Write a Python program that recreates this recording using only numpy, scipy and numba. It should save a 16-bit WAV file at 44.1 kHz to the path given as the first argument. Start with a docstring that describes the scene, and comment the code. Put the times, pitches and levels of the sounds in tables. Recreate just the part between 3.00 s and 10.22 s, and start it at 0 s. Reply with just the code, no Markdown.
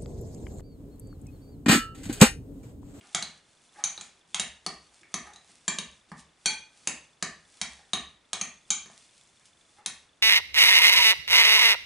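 """A metal spoon stirs stiff dough in a glass bowl on a kitchen counter, a metre from a small camera.
From the start there is soft filtered-noise hush, rustling and smacking dough, the spoon rubbing the glass,
and a faint decaying ping once a camera frame. From 0.15 s to 6.9 s, 25 uneven knocks each crack with noise,
thud through the counter and ring bowl and spoon as fading sines, damped by the dough. A noise echo
answers the bowl, and the camera turns down under loud sound; stirring goes on to the end at 7.2 s."""
import sys
import numpy as np
from scipy import signal
from scipy.fft import rfft, irfft, next_fast_len
from scipy.io import wavfile
from scipy.ndimage import uniform_filter1d
from numba import njit

SR = 44100
rng = np.random.default_rng(int(sys.argv[2]) if len(sys.argv) > 2 else 0)


def how_loud(loudness_db):
    """Turn decibels into a plain amplitude multiplier (0 dB gives 1, 20 dB gives 10)."""
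    steps = np.asarray(loudness_db, float) / 20
    return 10 ** steps


def transcribe(u):
    """Save the signal u as a 16-bit wav file named by the first command-line argument.

    u: samples, shape (n,) or (channels, n), limited to [-1, 1]; the rate is SR.
    q: integer samples, one column per channel.
    """
    v = np.clip(np.atleast_2d(u).T, -1, 1)
    q = np.round(v * 32767).astype(np.int16)
    wavfile.write(sys.argv[1], SR, q)


N = 318402  # length in samples
TOP_HZ = 10877  # highest pitch let through

# knocks of spoon on glass: (time [s], ring level [dB], bowl over spoon [dB], weight into the dough [dB],
# pitch the struck spot favours [Hz], lift of that pitch [dB], freedom from dough [factor on ring time])
KNOCKS = [(0.1474, -24.5, -5.5, -34, 3370, 10.5, 0.397), (0.2245, -35.5, -6, -41, 4260, 12, 0.523),
          (0.839, -30.5, -3, -40.5, 6230, 10, 0.9), (0.9773, -53, -1.5, -46, 3800, 14, 0.36),
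          (1.0105, -44, -6, -50.5, 7172, 5.5, 0.597), (1.345, -29.5, -6.5, -41.5, 3140, 8.5, 0.504),
          (1.3965, -27.5, -8, -36.5, 2700, 12, 0.7), (1.6635, -32, 10, -32.5, 4432, 7, 0.4),
          (2.141, -33, -4, -32.5, 6088, 7, 0.514), (2.3345, -55.5, -11.5, -54.5, 2860, 1.5, 0.83),
          (2.3598, -55, -12, -59.5, 4010, 10.5, 0.68), (2.6796, -30, 4, -26.5, 7410, 10, 1.174),
          (2.7856, -32, -6.5, -34, 3800, 5.5, 0.455), (3.1168, -56.5, 13, -37, 860, 12.5, 0.56),
          (3.458, -24.5, 8, -33, 4432, 2, 2.31), (3.8729, -25.5, -11, -34.5, 7172, 3.5, 0.5),
          (4.2252, -30, -18, -28.5, 7172, 4.5, 0.527), (4.6143, -29.5, -3, -38, 4010, 6, 0.442),
          (4.9334, -29.5, -17, -25.5, 3800, 7.5, 0.647), (5.3312, -30, -7, -41, 3140, 3.5, 0.659),
          (5.4128, -34.5, -3, -34.5, 6550, 10, 0.69), (5.7041, -26.5, -5, -41, 6780, 8, 0.89),
          (5.8589, -59, 14.5, -47, 420, 4, 0.58), (5.899, -65, -1, -51, 640, 8, 0.42),
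          (6.8608, -29, -1.5, -40.5, 7172, 3.5, 0.362)]


def curve(table, hz):
    """Read (pitch [Hz], value) points on a log-frequency axis."""
    f, v = np.transpose(table)
    return np.interp(np.log(hz + 1), np.log(f), v)


def colour(table, x):
    """Shape a signal's spectrum by (pitch [Hz], level [dB]) points, to rms 1."""
    size = next_fast_len(N)
    gain = how_loud(curve(table, np.fft.rfftfreq(size, 1 / SR)))
    y = irfft(rfft(x, size) * gain, size)[..., :N]
    return y / np.std(y, axis=-1, keepdims=True)


def add(out, s, piece):
    """Mix a piece in from time s."""
    i = int(s * SR)
    out[i:i + len(piece)] += piece[:N - i]


def ring(modes, lift_db, phase, rise_s, length_s=0.3):
    """A struck body sounds as fading sines, each with its own lift and phase (in turns)."""
    hz, db, t60 = np.transpose(modes)[:, :, None]
    t = np.arange(int(SR * length_s)) / SR
    fade = np.exp(-np.log(1000) * t / t60)
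    waves = fade * np.sin(2 * np.pi * (hz * t + phase[:, None]))
    rise = 1 - np.exp(-t / rise_s)
    return (how_loud(db + lift_db[:, None]) * waves).sum(axis=0) * rise


def burst(hz, width, decay_s):
    """A fast-dying noise snap around hz, peak 1; width is the factor from centre to band edge."""
    t = np.arange(int(SR * 0.03)) / SR
    edges = [hz / width, min(hz * width, TOP_HZ)]
    band = signal.butter(1, edges, "band", fs=SR, output="sos")
    y = signal.sosfilt(band, rng.standard_normal(len(t)) * np.exp(-t / decay_s))
    return y / np.abs(y).max()


def walk(rate):
    """A smooth random wander with a new target every 1 / rate seconds; typical spread about 1.3."""
    k = int(SR / rate)
    held = rng.standard_normal(N)[np.arange(N) // k]
    return 1.8 * uniform_filter1d(uniform_filter1d(held, k), k)


def hush():
    """Steady room tone and microphone hiss: filtered noise, most alike on both sides in the bass."""
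    # room noise spectrum: (pitch [Hz], relative level per Hz [dB])
    hush_spectrum = [(20, -9.5), (60, -4.5), (150, -2), (300, -4), (700, -5.5), (1500, -8), (3000, -11.5),
                     (6000, -16.5), (11000, -22)]
    # likeness of the two sides: (pitch [Hz], left-right correlation [0 to 1])
    likeness = [(60, 0.9), (200, 0.93), (500, 0.46), (1200, 0.71), (3000, .7), (9000, 0.6)]
    size = next_fast_len(N)
    hz = np.fft.rfftfreq(size, 1 / SR)
    alike = np.clip(curve(likeness, hz), 0, 1)
    shares = np.sqrt(np.array([1 + alike, 1 - alike]) / 2)
    spectrum = rfft(rng.standard_normal((2, size))) * how_loud(curve(hush_spectrum, hz)) * shares
    mid, side = irfft(spectrum, size)[:, :N]
    both = np.array([mid + side, mid - side])
    return how_loud(-66) * both / np.std(both)


def effort():
    """Levels (dB) of rub and rustle: each stroke swells and fades evenly, and one leads into every knock."""
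    # strokes through the dough: (peak time [s], time to fall 10 dB [s],
    # spoon rubbing the glass [dB], dough rustle [dB])
    strokes = [(0.13, 0.1739, -66, -61.5), (.5, 0.69, -81.5, -68), (.79, 0.06, -57.5, -62.5),
               (1.0, 0.1016, -63, -55.5), (1.85, 0.2964, -74, -64.5), (2.12, 0.01, -65, -64.5),
               (2.27, 0.06, -58.5, -63), (2.5, 0.2076, -72, -63.5), (3.1, 0.01, -84.5, -60.5),
               (3.198, .022, -80, -52), (3.84, 0.1, -65.5, -61), (4.58, 0.2, -69.5, -61),
               (4.74, 0.0861, -69, -62.5), (4.795, 0.0035, -57.5, -77.5), (5.55, 0.12, -85.5, -66),
               (5.95, 0.18, -73, -65), (6.2, 0.19, -84, -64.5), (6.4, 0.01, -69, -78),
               (6.46, .03, -76, -65), (6.66, 0.18, -88.5, -68), (6.79, 0.0166, -57.5, -79.5),
               (7.0, 0.32, -83, -68.5)]
    lead_s, lead_rub_db, lead_rustle_db = 0.064, -49.5, -39  # levels are relative to the knock's ring
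    still_db = (-86, -76)  # rub and rustle between strokes
    swell_shape = 1.335  # 1 = pointed, 2 = round
    t = np.arange(0, N / SR + 0.005, 0.005)
    # the spoon ploughs into the dough ahead of each knock
    leads = [(k[0], lead_s, k[1] + lead_rub_db, k[1] + lead_rustle_db) for k in KNOCKS]
    s, fall_s, *peaks = np.transpose(strokes + leads)[:, :, None]
    fade_db = -10 * (np.abs(t - s) / fall_s) ** swell_shape
    levels = []
    for peak_db, still in zip(peaks, still_db):
        power = how_loud(2 * still) + how_loud(2 * (peak_db + fade_db)).sum(axis=0)
        levels.append(np.interp(np.arange(N) / SR, t, 10 * np.log10(power)))
    return levels


def stirring():
    """Friction noise makes the loaded glass hum; crumbs rustle in small uneven grains."""
    # dough-laden glass under the sliding spoon: (pitch [Hz], level [dB])
    rub_tones = [(820, 15), (1180, 5), (1800, 7)]
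    # rustle spectrum: (pitch [Hz], relative level per Hz [dB])
    rustle_spectrum = [(300, -45), (1200, -22), (2500, -1), (4000, 0.5), (6000, 2), (9000, 2), (11000, -7)]
    rub_db, rustle_db = effort()
    slip = rng.standard_normal(N) * how_loud(2.85 * walk(60))
    rub = 1.2 * colour([(200, -16), (500, -1.5), (1200, -1.5), (2500, -7.5), (5000, -14.5)], slip)
    press_db = 1.24 * (rub_db + 65.5)  # a harder rub sets the glass itself singing
    for hz, db in rub_tones:
        tone = signal.lfilter(*signal.iirpeak(hz, 16.0, fs=SR), slip)
        rub = rub + how_loud(press_db + db) * tone
    # about 250 stronger grains a second on top of steady noise
    grains = (rng.random(N) < 250 / SR) * rng.standard_normal(N)
    crumbs = rng.standard_normal(N) + grains * how_loud(2.39 * rng.exponential(size=N) + 15.0)
    rustle = how_loud(rustle_db + 2.0 * walk(25)) * colour(rustle_spectrum, crumbs)
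    return how_loud(rub_db) * rub / np.std(rub) + rustle


def smacks():
    """Sticky dough lets go: a noise tick with a short low plop."""
    # small smacks: (time [s], tick peak [dB], tick centre [Hz], plop relative to tick [dB])
    dough_smacks = [(0.0106, -44, 2890, -11.5), (0.7599, -51, 1800, -9.5), (0.788, -53, 1760, -23.5),
                    (1.8504, -57, 3390, -19), (2.015, -48.5, 5860, -11.5), (2.032, -43, 2014, -16.5),
                    (2.2695, -44.5, 6540, -23.5), (2.4942, -57, 2070, -2), (3.0875, -59, 3480, -8.5),
                    (5.9757, -52, 3333, -30), (6.2352, -54, 8980, -28.5), (6.2725, -53.5, 6500, -21.5),
                    (6.4088, -55.5, 1830, -24)]
    out = np.zeros(N)
    for s, db, hz, plop_db in dough_smacks:
        tick = burst(hz, 1.15, 0.0033)
        plop = how_loud(plop_db) * burst(330, 1.12, 0.0074)
        add(out, s, how_loud(db) * (tick + plop))
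    return out


def camera():
    """A faint ping inside the camera on every frame: one fading sine of uneven strength."""
    frame_rate, first_s = 25, 0.0113  # frames per second, first ping
    ping_hz, ping_db, ping_t60_s = 3480, -50, 0.02206  # level is that of the strongest ping
    out = np.zeros(N)
    times = np.arange(first_s, N / SR, 1 / frame_rate)
    for s, chance in zip(times, rng.random((len(times), 2, 1))):
        add(out, s, ring([(ping_hz, ping_db, ping_t60_s)], -9.0 * chance[0], chance[1], 0.001, 0.03))
    return out


def blows():
    """Every knock: crack of the contact, then glass, steel, dough and counter ring out."""
    # ways each body rings, one table a body: (pitch [Hz], relative level [dB], time to fall 60 dB [s]); each
    # knock then shifts every level and pitch, and for glass and steel also the time
    counter_modes = [(70, -14.5, 0.13), (129.7, -4.5, 0.087), (160.3, -0.5, 0.0906), (205.2, 2.5, 0.0494),
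                     (282.6, -10, 0.025)]
    dough_modes = [(420, -7, 0.0174), (640, -1, 0.0191), (806.2, 0.5, 0.01306), (1170.2, 2.5, 0.0186),
                   (1759.4, 2, .012)]
    bowl_modes = [(860, -15, 0.088), (1531.7, -11.5, 0.056), (2350.7, -5.5, 0.07), (2416.8, -6.5, 0.08),
                  (3340.5, 0.5, 0.0549), (4432, 2.5, 0.056), (5697, -0.5, 0.026), (6088, 5.5, 0.03),
                  (7410, -3, 0.04), (8580, 3, 0.02), (9890, 2.5, 0.016), (10900, -21, 0.017)]
    spoon_modes = [(2860, -3.5, 0.024), (3140, 4, 0.01946), (3800, 5, 0.045), (4010, -4, 0.06),
                   (4260, -2, .03), (6230, 10.5, 0.0238), (6550, 3.5, 0.0504), (7172, 5.5, 0.0417),
                   (8072, 3.5, 0.021), (9472, -2.5, 0.064)]
    crack_over_ring_db, crack_over_weight_db = 14.5, -5.5
    crack_mid_hz, crack_db_per_octave = 4300, 24  # the crack dulls as weight outgrows ring
    thud_top_db, thud_full_db, thud_slope = -45.5, -38, 1.46  # thud grows with weight up to a ceiling
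    # lighter knocks lose this many dB per octave above 3 kHz for each dB less
    soft_from_db, soft_tilt = -33.5, 0.0796
    spot_width = 0.0948  # reach of the favoured pitch, in log frequency
    splash_db, splash_share, splash_spread = 2.5, 0.207, 0.0318  # level, share of ring time, pitch scatter
    out = np.zeros(N)
    bodies = (counter_modes, dough_modes, bowl_modes, spoon_modes)
    sizes = [len(b) for b in bodies]
    hard = sizes[0] + sizes[1]  # glass and steel start here
    for s, ring_db, glass_db, weight_db, spot_hz, spot_db, free in KNOCKS:
        hz, db, t60 = np.concatenate(bodies).T
        scatter, detune, stray, uneven = rng.standard_normal((4, len(hz)))
        crack = np.hypot(how_loud(ring_db + crack_over_ring_db), how_loud(weight_db + crack_over_weight_db))
        crack_hz = crack_mid_hz * 2 ** ((ring_db - weight_db) / crack_db_per_octave)
        thud_db = thud_top_db + thud_slope * min(weight_db - thud_full_db, 0)
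        bowl_db = ring_db + min(glass_db, 0)
        spoon_db = ring_db - max(glass_db, 0)
        lift_db = np.repeat([thud_db, weight_db, bowl_db, spoon_db], sizes)
        # the struck spot lies near the belly of some modes; chance shares out the rest
        favour = np.exp(-(np.log(hz / spot_hz) / spot_width) ** 2)
        lift_db = lift_db + spot_db * favour + 2.184 * scatter
        octaves_up = np.maximum(np.log2(hz / 3000), 0)
        lift_db = lift_db + soft_tilt * min(ring_db - soft_from_db, 0) * octaves_up
        # clinging dough changes the ring time of glass and steel, mostly shortening it
        t60 = t60 * np.repeat([1, 1, free, free], sizes)
        # every pitch strays slightly, more so the less free the knock
        hz = hz * (1 + 0.00292 / free * detune)
        add(out, s, crack * burst(crack_hz, 4.99, 0.001162))
        # the spoon chatters on the glass for a moment: a longer, softer spray with the crack
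        add(out, s, crack * how_loud(-8.5) * burst(crack_hz, 2.64, 0.00747))
        add(out, s, ring(np.c_[hz, db, t60], lift_db, rng.random(len(hz)), 0.000397))
        # glass and steel rings open with a louder, briefer, off-pitch neighbour
        splash_hz = hz * (1 + splash_spread * stray)
        splash = np.c_[splash_hz, db + splash_db + 1.5 * uneven, t60 * splash_share]
        add(out, s, ring(splash[hard:], lift_db[hard:], rng.random(len(hz) - hard), 0.000296, 0.15))
    return out


def kitchen(x):
    """Diffuse echo of tiles and cupboards: noise whose octaves die at their own rates, unlike left and right."""
    # echo by octave: (centre [Hz], time to fall 60 dB [s], relative level [dB],
    # left-right difference against the common part [dB])
    echo_octaves = [(59.7, 0.7, 3.5, -16.5), (125, 0.33, -2.5, -27), (239, 0.346, 7, -22),
                    (492.5, 0.425, -2.5, -20), (946.7, 0.3548, 2.5, -11.5), (1906, 0.4033, 2.5, -9.5),
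                    (3997, 0.346, -4, -9.5), (7372, 0.297, -5.5, -9)]
    first_echo_s = 0.001312  # the echo fades in from here over the same time again
    t = np.arange(int(SR * 0.55)) / SR
    tail = 0
    for hz, t60, db, side_db in echo_octaves:
        band = signal.butter(2, [hz / np.sqrt(2), hz * np.sqrt(2)], "band", fs=SR, output="sos")
        mid, side = signal.sosfilt(band, rng.standard_normal((2, len(t))))
        fade = np.exp(-np.log(1000) * t / t60) * np.sqrt(4 * np.log(1000) / t60 / SR)
        both = mid + how_loud(side_db) * side * np.array([[1], [-1]])
        tail = tail + how_loud(db) * fade * both
    tail = tail * np.clip(t / first_echo_s - 1, 0, 1)
    return how_loud(-2.5) * signal.fftconvolve(x[None], tail, axes=1)[:, :N]


def scene():
    """The bowl's sound stands in the middle; the kitchen's echo spreads to both sides."""
    bowl = stirring() + smacks() + blows()
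    return hush() + camera() + bowl + kitchen(bowl)


@njit
def follow(x, attack, release):
    """Peak follower: quick to rise, slow to fall."""
    out, e = np.empty(len(x)), 0.
    for i in range(len(x)):
        e += (x[i] - e) * (attack if x[i] > e else release)
        out[i] = e
    return out


def roll_off(x):
    """The treble ends steeply here."""
    return signal.sosfilt(signal.butter(12, 11990, fs=SR, output="sos"), x)


def record(dry):
    """The camera's gain control ducks under loud sound and recovers; peaks are rounded, the top is cut."""
    ceiling = 0.2457  # peaks bend towards this amplitude
    peak = follow(np.abs(dry).max(axis=0), 1 / (0.0008 * SR), 1 / (0.12 * SR))  # rise, fall times in s
    # above -17 dB, each further dB of peak is turned down by 0.27 dB
    x = dry * np.minimum(1, how_loud(-17.0) / (peak + 1e-9)) ** 0.27
    top = signal.ellip(10, 0.5, 70, TOP_HZ, fs=SR, output="sos")
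    mix = signal.sosfilt(top, ceiling * np.tanh(x / ceiling))
    return roll_off(mix)


dry = scene()
out = record(dry)
transcribe(out)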